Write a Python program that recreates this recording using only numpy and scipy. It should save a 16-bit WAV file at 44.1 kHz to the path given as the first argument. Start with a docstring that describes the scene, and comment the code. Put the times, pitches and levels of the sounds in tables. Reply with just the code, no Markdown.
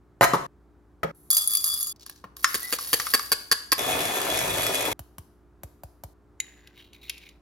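"""Coffee at the kitchen counter

Close on a wooden counter, stereo microphone, quiet kitchen with humming appliances. A steel lever press is set
down, a metal cup lands on a scale, beans rattle into it and are knocked out into a hand grinder, and the burrs
crush them; the sound of each of these steps, echo and all, stops abruptly. Then a palm pats the cup of grounds,
and a spoon clinks and scrapes in a filter basket."""
import sys
import numpy as np
from scipy import signal
from scipy.fft import rfft, irfft
from scipy.io import wavfile

SR = 44100
rng = np.random.default_rng(int(sys.argv[2]) if len(sys.argv) > 2 else 0)


def master(y):
    """Save y as 16-bit WAV."""
    cut = np.clip(np.atleast_2d(y).T, -1, 1)
    pcm = np.round(cut * 32767)  # scale
    wavfile.write(sys.argv[1], SR, pcm.astype(np.int16))


N = 326781
T = np.arange(N) / SR
BLOW_T = T[:SR // 3]
# when the sound of each step stops abruptly [s]
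PRESS_END, SCALE_END, FILL_END, TIP_END, GRIND_END, PATS_END = 0.467, 1.116, 1.928, 3.779, 4.931, 6.135

# ringing contacts: (time [s], level [dB], ring against crack [dB])
RIM_KNOCKS = [(2.544, -20.5, -2), (2.726, -20, -2), (2.931, -14, 0), (3.138, -12, 4.5), (3.3184, -14, 4),
              (3.515, -12, 6), (3.7192, -13, 5.5)]  # cup on hopper
SPOON_CLINKS = [(6.402, -21, 9.5), (6.673, -47, -19), (6.932, -49, -17), (6.946, -57, -16.5),
                (7.0961, -25, -22), (7.18, -45, -11), (7.29, -48, -11)]  # spoon on basket
# single contacts: (time [s], level [dB])
HOPPER_CLACKS = [(2.444, -9), (2.7871, -28.5), (2.999, -21.5), (3.068, -24.5), (3.194, -25)]  # the loose hopper in its seat
BEAN_SKIPS = [(2.064, -37), (2.097, -35.5), (2.368, -38.5), (2.847, -36), (3.018, -30)]  # in the tilted cup
BEAN_HITS = [(1.304, -14.5), (1.311, -14), (1.33, -19), (1.3481, -19.5), (1.3684, -12.5), (1.379, -17),
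             (1.475, -15), (1.536, -19), (1.551, -15), (1.571, -18.5), (1.642, -16.5), (1.678, -20),
             (1.7398, -22.5), (1.829, -21.5), (1.8703, -28)]  # the hardest strikes on the steel
BEAN_BURSTS = [(4.39, -24), (4.6662, -22), (4.7456, -25)]  # between the burrs
PRESS_CLATTER = [(0.2105, -17.5), (0.2203, -14.5), (0.229, -11), (0.2353, -13.5), (0.241, -13.5),
                 (0.2467, -15.5)]  # loose steel parts
PALM_PATS = [(4.993, -36.5), (5.183, -37.5), (5.634, -36), (5.835, -38.5), (6.037, -36.5)]
# beans leave the scoop in clumps: (time [s], relative level [dB])
BEAN_CLUMPS = [(1.303, -25.5), (1.368, -26), (1.49, -27), (1.645, -24), (1.676, -28), (1.797, -31)]
# level curves: (time [s], level [dB])
BEAN_ROLL = [(1.96, -55.5), (2.09, -51.5), (2.22, -67.5)]
BEAN_SLIDE = [(2.365, -54.5), (2.42, -45.5), (2.49, -38.5), (3.15, -36.5), (3.5, -59.5)]  # flow out of the tilted cup
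SCOOP_WHISPER = [(1.147, -60.5), (1.304, -63)]  # beans along the tilting scoop
BURR_LOAD = [(3.779, -34.5), (3.89, -30.5), (4.16, -34.5), (4.22, -32.5), (4.35, -33), (4.43, -32.5),
             (4.75, -35.5), (4.931, -31)]  # on the grinder's frame
COUNTER_RUMBLE = [(3.779, -54), (3.95, -40), (4.16, -61), (4.43, -40), (4.6, -40.5), (4.75, -59),
                  (4.931, -44)]  # under the grinder
# spoon through grounds: (start [s], length [s], level [dB], first resonance [Hz], last resonance [Hz],
# basket wall against that resonance [dB])
SPOON_STROKES = [(6.397, 0.41, -55.5, 1916, 1750, -15), (6.751, 0.11, -51.5, 3030, 3040, -4.5),
                 (6.928, 0.046, -55, 2430, 2330, -2), (7.014, 0.067, -52.5, 2525, 2250, 2.5),
                 (7.081, .11, -47.5, 2760, 2450, -12), (7.207, 0.088, -48.5, 2500, 2245, -9)]

# spectra of contacts and friction: (frequency [Hz], relative level [dB])
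CUP_RIM = [(60, -26), (450, -4), (750, -15.5), (1400, -7), (3600, -7.5), (4700, -18.5), (7000, -8.5),
           (11000, -5), (15500, -20.5)]
HOPPER_SEAT = [(150, -25), (600, -21), (1120, 4), (3200, -8), (5300, -6), (11000, -12), (15500, -32)]
BEAN_TICK = [(400, -29.5), (1200, -20), (2400, -30.5), (3800, -13), (5300, -13.5), (8500, -4), (11000, 6.5),
             (15500, -13)]
ROLLING = [(1500, -23.5), (4750, -1), (8500, -11), (14000, -18)]
SLIDING = [(300, -17), (1100, -6.5), (2500, -11.5), (4500, 1), (7500, -4.5), (11000, 4), (15500, -9.5)]
BEAN_CRUSH = [(400, -30), (1400, -1), (2500, 1.5), (5000, -2.5), (8000, 1), (11500, 4), (15500, -18)]
GRINDER_FRAME = [(100, -33), (230, -5.5), (450, 1.5), (900, -2), (1300, -10.5), (3000, -25.5)]
COUNTER_BASS = [(40, -10), (125, 5), (400, -26)]
COUNTER_WOOD = [(60, -14), (125, 13), (230, -8.5), (620, 9.5), (1900, -2.5), (8000, -37)]
PRESS_STEEL = [(150, -8.5), (1700, 4), (3000, -14.5), (5500, -15), (12700, -14), (15000, -32.5)]
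PRESS_BASE = [(60, -24), (135, 0.5), (260, -10), (1100, 2), (2300, -23.5), (12500, -29.5), (15000, -45)]
DULL_KNOCK = [(50, -19.5), (170, -3), (280, -9.5), (1200, -4), (2200, -16.5), (6500, -33), (15000, -36)]
SCALE_THUD = [(60, -17), (170, -5), (500, 10), (5000, -58)]
SPOON_STEEL = [(700, -22), (1600, -12), (2430, 6.5), (4100, 6), (7500, -7.5), (11500, -0.5), (15500, -27)]
BASKET_WALL = [(2800, -27), (3850, 1), (4800, -21.5)]
GROUNDS_HISS = [(1000, -24), (2400, 1), (6500, -17), (14000, -36)]
GAP_FLUTTER = [(210, 0), (1100, -29)]  # spreads either side of the resonance under the spoon
PALM_SLAP = [(200, 0), (800, 4.5), (2000, -11), (5000, -13), (12500, -5), (16000, -16)]
# spectra of the kitchen: (frequency [Hz], relative level [dB])
ROOM_TONE = [(22, -24), (60, 0), (130, -5.5), (250, -9), (450, -16), (1300, -21), (2800, -39), (15000, -49)]
ROOM_TAIL = [(5000, 2.5), (9000, -1.5), (15000, -4)]
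ECHO_WIDTH = [(150, -19), (600, 0.5), (12000, -3.5)]  # the part of the echoes unlike at the two ports

# modes of struck objects: (frequency [Hz], relative level [dB], t60 [s])
HELD_CUP_MODES = [(1080, -8, .03), (1680, 0, .024), (4560, 6, .012), (4735, 6, .015), (10710, 0, .014),
                  (13100, -1, .011)]
FREE_CUP_MODES = [(1220, -4, .02), (3418, -3, .34), (4740, 3, .13), (4880, 7, .025), (6920, -.5, .15),
                  (9110, 0, .09), (9740, 2, .05), (10750, 8, .06), (12820, 5, .055)]
HOPPER_MODES = [(1173, 7.5, .04), (2100, -.5, .04), (5350, -12, .24)]
FRAME_MODES = [(651, -10, .08), (1700, -3, .03), (2510, 3, .016), (3390, 1.5, .022), (4030, -6, .018)]
PRESS_MODES = [(1040, 1, .07), (1480, 0, .15), (1640, 0, .15), (1850, -3, .16), (3020, -8, .13),
               (4060, -9, .1), (6720, -12, .11), (13000, -16, .13)]
COUNTER_MODES = [(520, -1, .06), (690, 4, .09), (830, -2, .05)]
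BASKET_MODES = [(2085, -3, .03), (3850, -3, .025), (3880, -24, .2), (6930, 7, .024), (6980, -22, .18),
                (10200, -1, .022)]
SCALE_MODES = [(163, 0, 0.24)]

# hum lines of the appliances: (frequency [Hz], level [dB])
APPLIANCE_HUM = [(59.2, -62), (295, -67.5), (354, -69), (414.6, -71.5)]
# lead of the left microphone port over the right: (frequency [Hz], phase [rad])
PORT_PHASE = [(0, 0), (1300, .3), (3300, 1.5), (5200, .8), (5700, -1.4), (6900, -1.1), (7500, -2.7),
              (13400, -6.28)]


def beans_into_hopper():
    """Beans roll and slide out of the hand-damped cup while its rim is knocked against the hopper."""
    roll = rattle(grains(rate=140, spread_db=2, t60=.018), ROLLING) * curve(BEAN_ROLL)
    jostle = bean_pings(9000, 14000, t60=.004, spread_db=16, count=1100) * undb(-4)
    sliding = rattle(grains(rate=380, spread_db=.8, t60=.016), SLIDING)
    slide = (sliding + jostle) * curve(BEAN_SLIDE)
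    skips = strikes(BEAN_SKIPS, SLIDING, t60=.007, modes=HELD_CUP_MODES, ring_db=-7)
    knocks = 0
    for start, knock_db, ring_db in RIM_KNOCKS:
        # the rim chatters, ringing less at each contact
        chatter = bounces(start, knock_db, gap_s=.0056, shrink=.71, loss_db=2, count=4)
        for k, (s, db) in enumerate(chatter):
            contact = blow(CUP_RIM, t60=.016, modes=HELD_CUP_MODES, ring_db=ring_db - 2.3 * k, detune=.014)
            knocks += place(contact, s, db)
    clacks = strikes(HOPPER_CLACKS, HOPPER_SEAT, t60=.018, modes=HOPPER_MODES, ring_db=-6)
    bump = place(blow(DULL_KNOCK, t60=.05), s=2.2404, db=-34.5)  # the cup first nudges the grinder
    # the rim slips on the steel with a short rising squeak
    squeak_hz = np.interp(T, [2.62, 2.68], [1920, 2030])
    squeak = np.sin(phase_of(squeak_hz)) * np.exp(-((T - 2.648) / .016) ** 2) * undb(-30.5)
    tipping = roll + slide + skips + knocks + clacks + bump + squeak
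    return microphone(tipping, near_db=-9, room_db=-14.5, end=TIP_END)


def grinder():
    """Beans crack between the burrs and ring the frame; the hardest jolt it and shake the counter."""
    fractures = grains(rate=380, spread_db=3.3, t60=.01)
    crackle = rattle(fractures, BEAN_CRUSH) * undb(-33.5)
    ringing = steady(through(fractures * rng.standard_normal(N), ring(FRAME_MODES))) * undb(-36.5)
    jolts = rattle(grains(rate=110, spread_db=1.5, t60=.028), GRINDER_FRAME) * curve(BURR_LOAD)
    rumble = rattle(1, COUNTER_BASS) * curve(COUNTER_RUMBLE)
    bursts = strikes(BEAN_BURSTS, BEAN_CRUSH, t60=.012, modes=FRAME_MODES, ring_db=-7)
    grinding = (crackle + ringing) * (T > TIP_END) + jolts + rumble + bursts
    return microphone(grinding, near_db=-8, room_db=-2, end=GRIND_END)


def beans_into_cup():
    """Beans tick on the steel and on each other, and keep the free-standing cup ringing."""
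    flow = np.sqrt(sum((undb(db) * swell(s, rise_s=.0031, t60=.91)) ** 2 for s, db in BEAN_CLUMPS))
    contacts = grains(rate=260, spread_db=1.4, t60=.011)
    shower = rattle(contacts, BEAN_TICK) * flow * undb(-4.5)
    singing = through(contacts * flow * rng.standard_normal(N), ring(FREE_CUP_MODES)) * undb(-4)
    hits = strikes(BEAN_HITS, BEAN_TICK, t60=.014, modes=FREE_CUP_MODES, ring_db=-4)
    whisper = rattle(1, BEAN_TICK) * curve(SCOOP_WHISPER)
    return microphone(whisper + shower + singing + hits, near_db=-8, room_db=-10, end=FILL_END)


def bean_pings(low_hz, high_hz, t60, spread_db, count):
    """Beans tick against each other at random moments, each with its own pitch and strength, rms 1."""
    t = T[:SR // 50]
    track = np.zeros(N + len(t))
    for when, pitch, size in rng.random((count, 3)):
        start = int(when * N)
        hz = low_hz + pitch * (high_hz - low_hz)
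        track[start:start + len(t)] += undb(spread_db * size) * fade(t, t60) * np.sin(2 * np.pi * hz * t)
    return steady(track[:N])


def lever_press():
    """The heavy press thuds onto the counter, steel parts clattering, then rocks back on its base."""
    thud = blow(COUNTER_WOOD, t60=.03, modes=COUNTER_MODES, ring_db=4)
    landing = place(thud, s=.2103, db=-5.5)
    clatter = strikes(PRESS_CLATTER, PRESS_STEEL, t60=.028, modes=PRESS_MODES, ring_db=-4, detune=.005)
    rocking = bounces(s=.3347, db=-13, gap_s=.0085, shrink=.74, loss_db=4, count=3)
    settling = strikes(rocking, PRESS_BASE, t60=.049)
    return microphone(landing + clatter + settling, near_db=-7.5, room_db=-10, end=PRESS_END)


def cup_on_scale():
    """The cup knocks on the plastic platform, which bounces on its load cell with a low thud."""
    knock = place(blow(DULL_KNOCK, t60=.027), s=1.032, db=-22.5)
    thud = place(blow(SCALE_THUD, t60=.043, modes=SCALE_MODES, ring_db=2), s=1.044, db=-21)
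    return microphone(knock + thud, near_db=-.5, room_db=-9, end=SCALE_END)


def spoon():
    """The spoon clinks on the hand-held basket and scrapes grounds; the gap under its bowl resonates."""
    clinks = sum(place(blow(SPOON_STEEL, t60=.024, modes=BASKET_MODES, ring_db=ring_db), s, db)
                 for s, db, ring_db in SPOON_CLINKS)
    grit = grains(rate=520, spread_db=1.2, t60=.02)
    hiss = rattle(grit, GROUNDS_HISS) * undb(-7)
    flutter = rattle(grit, GAP_FLUTTER)
    wall = rattle(grit, BASKET_WALL)
    scrapes = 0
    for start, length, db, start_hz, end_hz, wall_db in SPOON_STROKES:
        end = start + length
        # the spoon digs in quickly, then eases off
        push = curve([(start, db - 9), (start + .024, db), (end, db - 9), (end + .084, db - 27.5)])
        gap_hz = np.interp(T, [start, end], [start_hz, end_hz])
        gap = flutter * np.cos(phase_of(gap_hz))
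        scrapes += (hiss + gap + wall * undb(wall_db)) * push
    return microphone(clinks + scrapes, near_db=-14.5, room_db=-19.5, aside=.43, left_db=.5)


def palm_pats(start_hz=210, end_hz=52, glide_s=.0096, swell_s=.012):
    """Each pat slaps the cup; a soft thump follows and sinks in pitch as the palm closes on it."""
    hz = end_hz + (start_hz - end_hz) * np.exp(-BLOW_T / glide_s)
    thump = -np.sin(phase_of(hz)) * (BLOW_T / swell_s) ** 2 * np.exp(2 - 2 * BLOW_T / swell_s)
    slaps = strikes(PALM_PATS, PALM_SLAP, t60=.012)
    thumps = sum(place(thump, s + .0033, db + .5) for s, db in PALM_PATS)  # heard dry, in the centre
    # loose grounds slip down the wall after each pat
    slipping = sum(swell(s, rise_s=.01, t60=.59) for s, _ in PALM_PATS)
    grounds = rattle(1, SLIDING) * slipping * undb(-67)
    return thumps + microphone(slaps + grounds, near_db=-5.5, room_db=-15, end=PATS_END, aside=.34, left_db=3)


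def room_tone():
    """Behind it all, low room rumble and the slightly wavering hum of appliances."""
    shared, left, right = (rattle(1, ROOM_TONE) for _ in range(3))
    knots = np.arange(0, T[-1] + 1, 1 / 4)
    hum = 0
    for hz, db in APPLIANCE_HUM:
        waver = np.interp(T, knots, rng.standard_normal(len(knots)))
        hum += np.sqrt(2) * undb(db + waver) * np.sin(2 * np.pi * hz * T + .5 * waver)
    return undb(-61.5) * (shared + .5 * np.array([left, right])) + hum


def echoes(near_db, room_db):
    """Quick reflections off the counter and machines close by, then the tail of the room."""
    t = T[:SR // 2]
    near = unit(rng.standard_normal(len(t)) * fade(t, t60=.038) * (t > .001))
    room = unit(rng.standard_normal(len(t)) * fade(t, t60=.53) * (t > .006))
    return undb(near_db) * near + undb(room_db) * colour(room, ROOM_TAIL)


def microphone(x, near_db, room_db, end=np.inf, aside=1, left_db=2):
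    """Sound and echoes reach the two ports out of step and stop at `end`; only bass echoes are alike."""
    common = x + through(x, echoes(near_db, room_db))
    apart = through(x, colour(echoes(near_db, room_db), ECHO_WIDTH))
    size = 2 ** 19
    hz = np.fft.rfftfreq(size, 1 / SR)
    # below 6 kHz, lead and balance depend on how far aside the source is
    directional = 1 / (1 + (hz / 6000) ** 20)
    lead = np.interp(hz, *np.transpose(PORT_PHASE)) * (1 + (aside - 1) * directional)
    shade = undb(-left_db * directional)
    right = irfft(rfft(common - apart, size) * shade * np.exp(-1j * lead))[:N]
    return np.array([common + apart, right]) * np.clip((end - T) * SR / 64, 0, 1)


def ring(modes, spread_db=0, detune=0):
    """Damped sines of a struck object; the contact point varies their strengths, the grip their pitch."""
    chance = rng.standard_normal((len(modes), 3))
    sound = 0
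    for (hz, db, t60), (strength, grip, phase) in zip(modes, chance):
        tone = np.sin(2 * np.pi * (hz * (1 + detune * grip) * BLOW_T + phase))
        sound += undb(db + spread_db * strength) * fade(BLOW_T, t60) * tone
    return unit(sound)


def blow(spectrum, t60, modes=None, ring_db=0, detune=0):
    """One contact: a crack of dense, brief modes plus the object's clear ones; rms 1 if packed in 5 ms."""
    sound = unit(colour(rng.standard_normal(len(BLOW_T)) * fade(BLOW_T, t60), spectrum))
    if modes:
        sound += undb(ring_db) * ring(modes, spread_db=3.5, detune=detune)
    return unit(sound) * np.sqrt(.005 * SR)


def strikes(contacts, spectrum, **settings):
    """A fresh blow at each (time [s], level [dB])."""
    return sum(place(blow(spectrum, **settings), s, db) for s, db in contacts)


def bounces(s, db, gap_s, shrink, loss_db, count):
    """Contacts (time [s], level [dB]) of a bouncing object, each sooner and weaker than the last."""
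    k = np.arange(count)
    gaps = gap_s * shrink ** k
    return zip(s + np.cumsum(gaps) - gaps, db - loss_db * k)


def grains(rate, spread_db, t60):
    """Envelope of tiny contacts of uneven size, about `rate` a second, rms 1."""
    occurs = rng.random(N) < rate / SR
    size = np.minimum(rng.exponential(size=N), 4)
    impacts = occurs * undb(spread_db * size) ** 2
    energy = signal.lfilter([1], [1, -fade(2 / SR, t60)], impacts + 1e-12)
    return np.sqrt(energy / energy.mean())


def rattle(envelope, spectrum):
    """Coloured noise, rms 1: every grain of the envelope gets its own crack."""
    return steady(colour(envelope * rng.standard_normal(N), spectrum))


def colour(x, spectrum, size=4096):
    """Minimum-phase filter with the outline (frequency [Hz], level [dB])."""
    hz, db = np.transpose(spectrum)
    bins = np.maximum(np.fft.rfftfreq(size, 1 / SR), 1)
    gain = undb(np.interp(np.log(bins), np.log(hz), db))
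    cepstrum = irfft(np.log(gain))
    cepstrum[1:size // 2] *= 2
    cepstrum[size // 2 + 1:] = 0
    return through(x, irfft(np.exp(rfft(cepstrum))))


def through(x, response):
    """Pass a sound through an impulse response."""
    return signal.oaconvolve(x, response)[:len(x)]


def place(sound, s, db):
    """A sound at its moment and level on an empty track."""
    start = int(s * SR)
    track = np.zeros(N + len(sound))
    track[start:start + len(sound)] = sound * undb(db)
    return track[:N]


def curve(points):
    """Gain that follows (time [s], level [dB]) points, silent outside them."""
    times, db = np.transpose(points)
    return undb(np.interp(T, times, db)) * (T > times[0]) * (T < times[-1])


def swell(s, rise_s, t60):
    """Envelope that rises from a moment on, then dies away."""
    return np.clip((T - s) / rise_s, 0, 1) * fade(np.maximum(T - s - rise_s, 0), t60)


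def fade(t, t60):
    """Exponential decay, 60 dB down after t60 seconds."""
    return np.exp(-np.log(1000) * t / t60)


def phase_of(hz):
    """Running phase [rad] of a gliding pitch."""
    return 2 * np.pi * np.cumsum(hz) / SR


def undb(db):
    """Decibels to gain."""
    return 10 ** (np.asarray(db) / 20)


def unit(x):
    """Scale to unit energy."""
    return x / np.sqrt(np.sum(x ** 2))


def steady(x):
    """Scale to unit rms."""
    return x / np.std(x)


def scene():
    """All steps in turn, close to the microphone, over the quiet kitchen."""
    return (lever_press() + cup_on_scale() + beans_into_cup() + beans_into_hopper()
            + grinder() + palm_pats() + spoon() + room_tone())


def record(dry):
    """The recorder rounds the loudest peaks and cuts the treble above 15.8 kHz."""
    lowpass = signal.ellip(8, .2, 70, 15800, fs=SR, output="sos")
    return signal.sosfilt(lowpass, np.tanh(dry))


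dry = scene()
out = record(dry)
master(out)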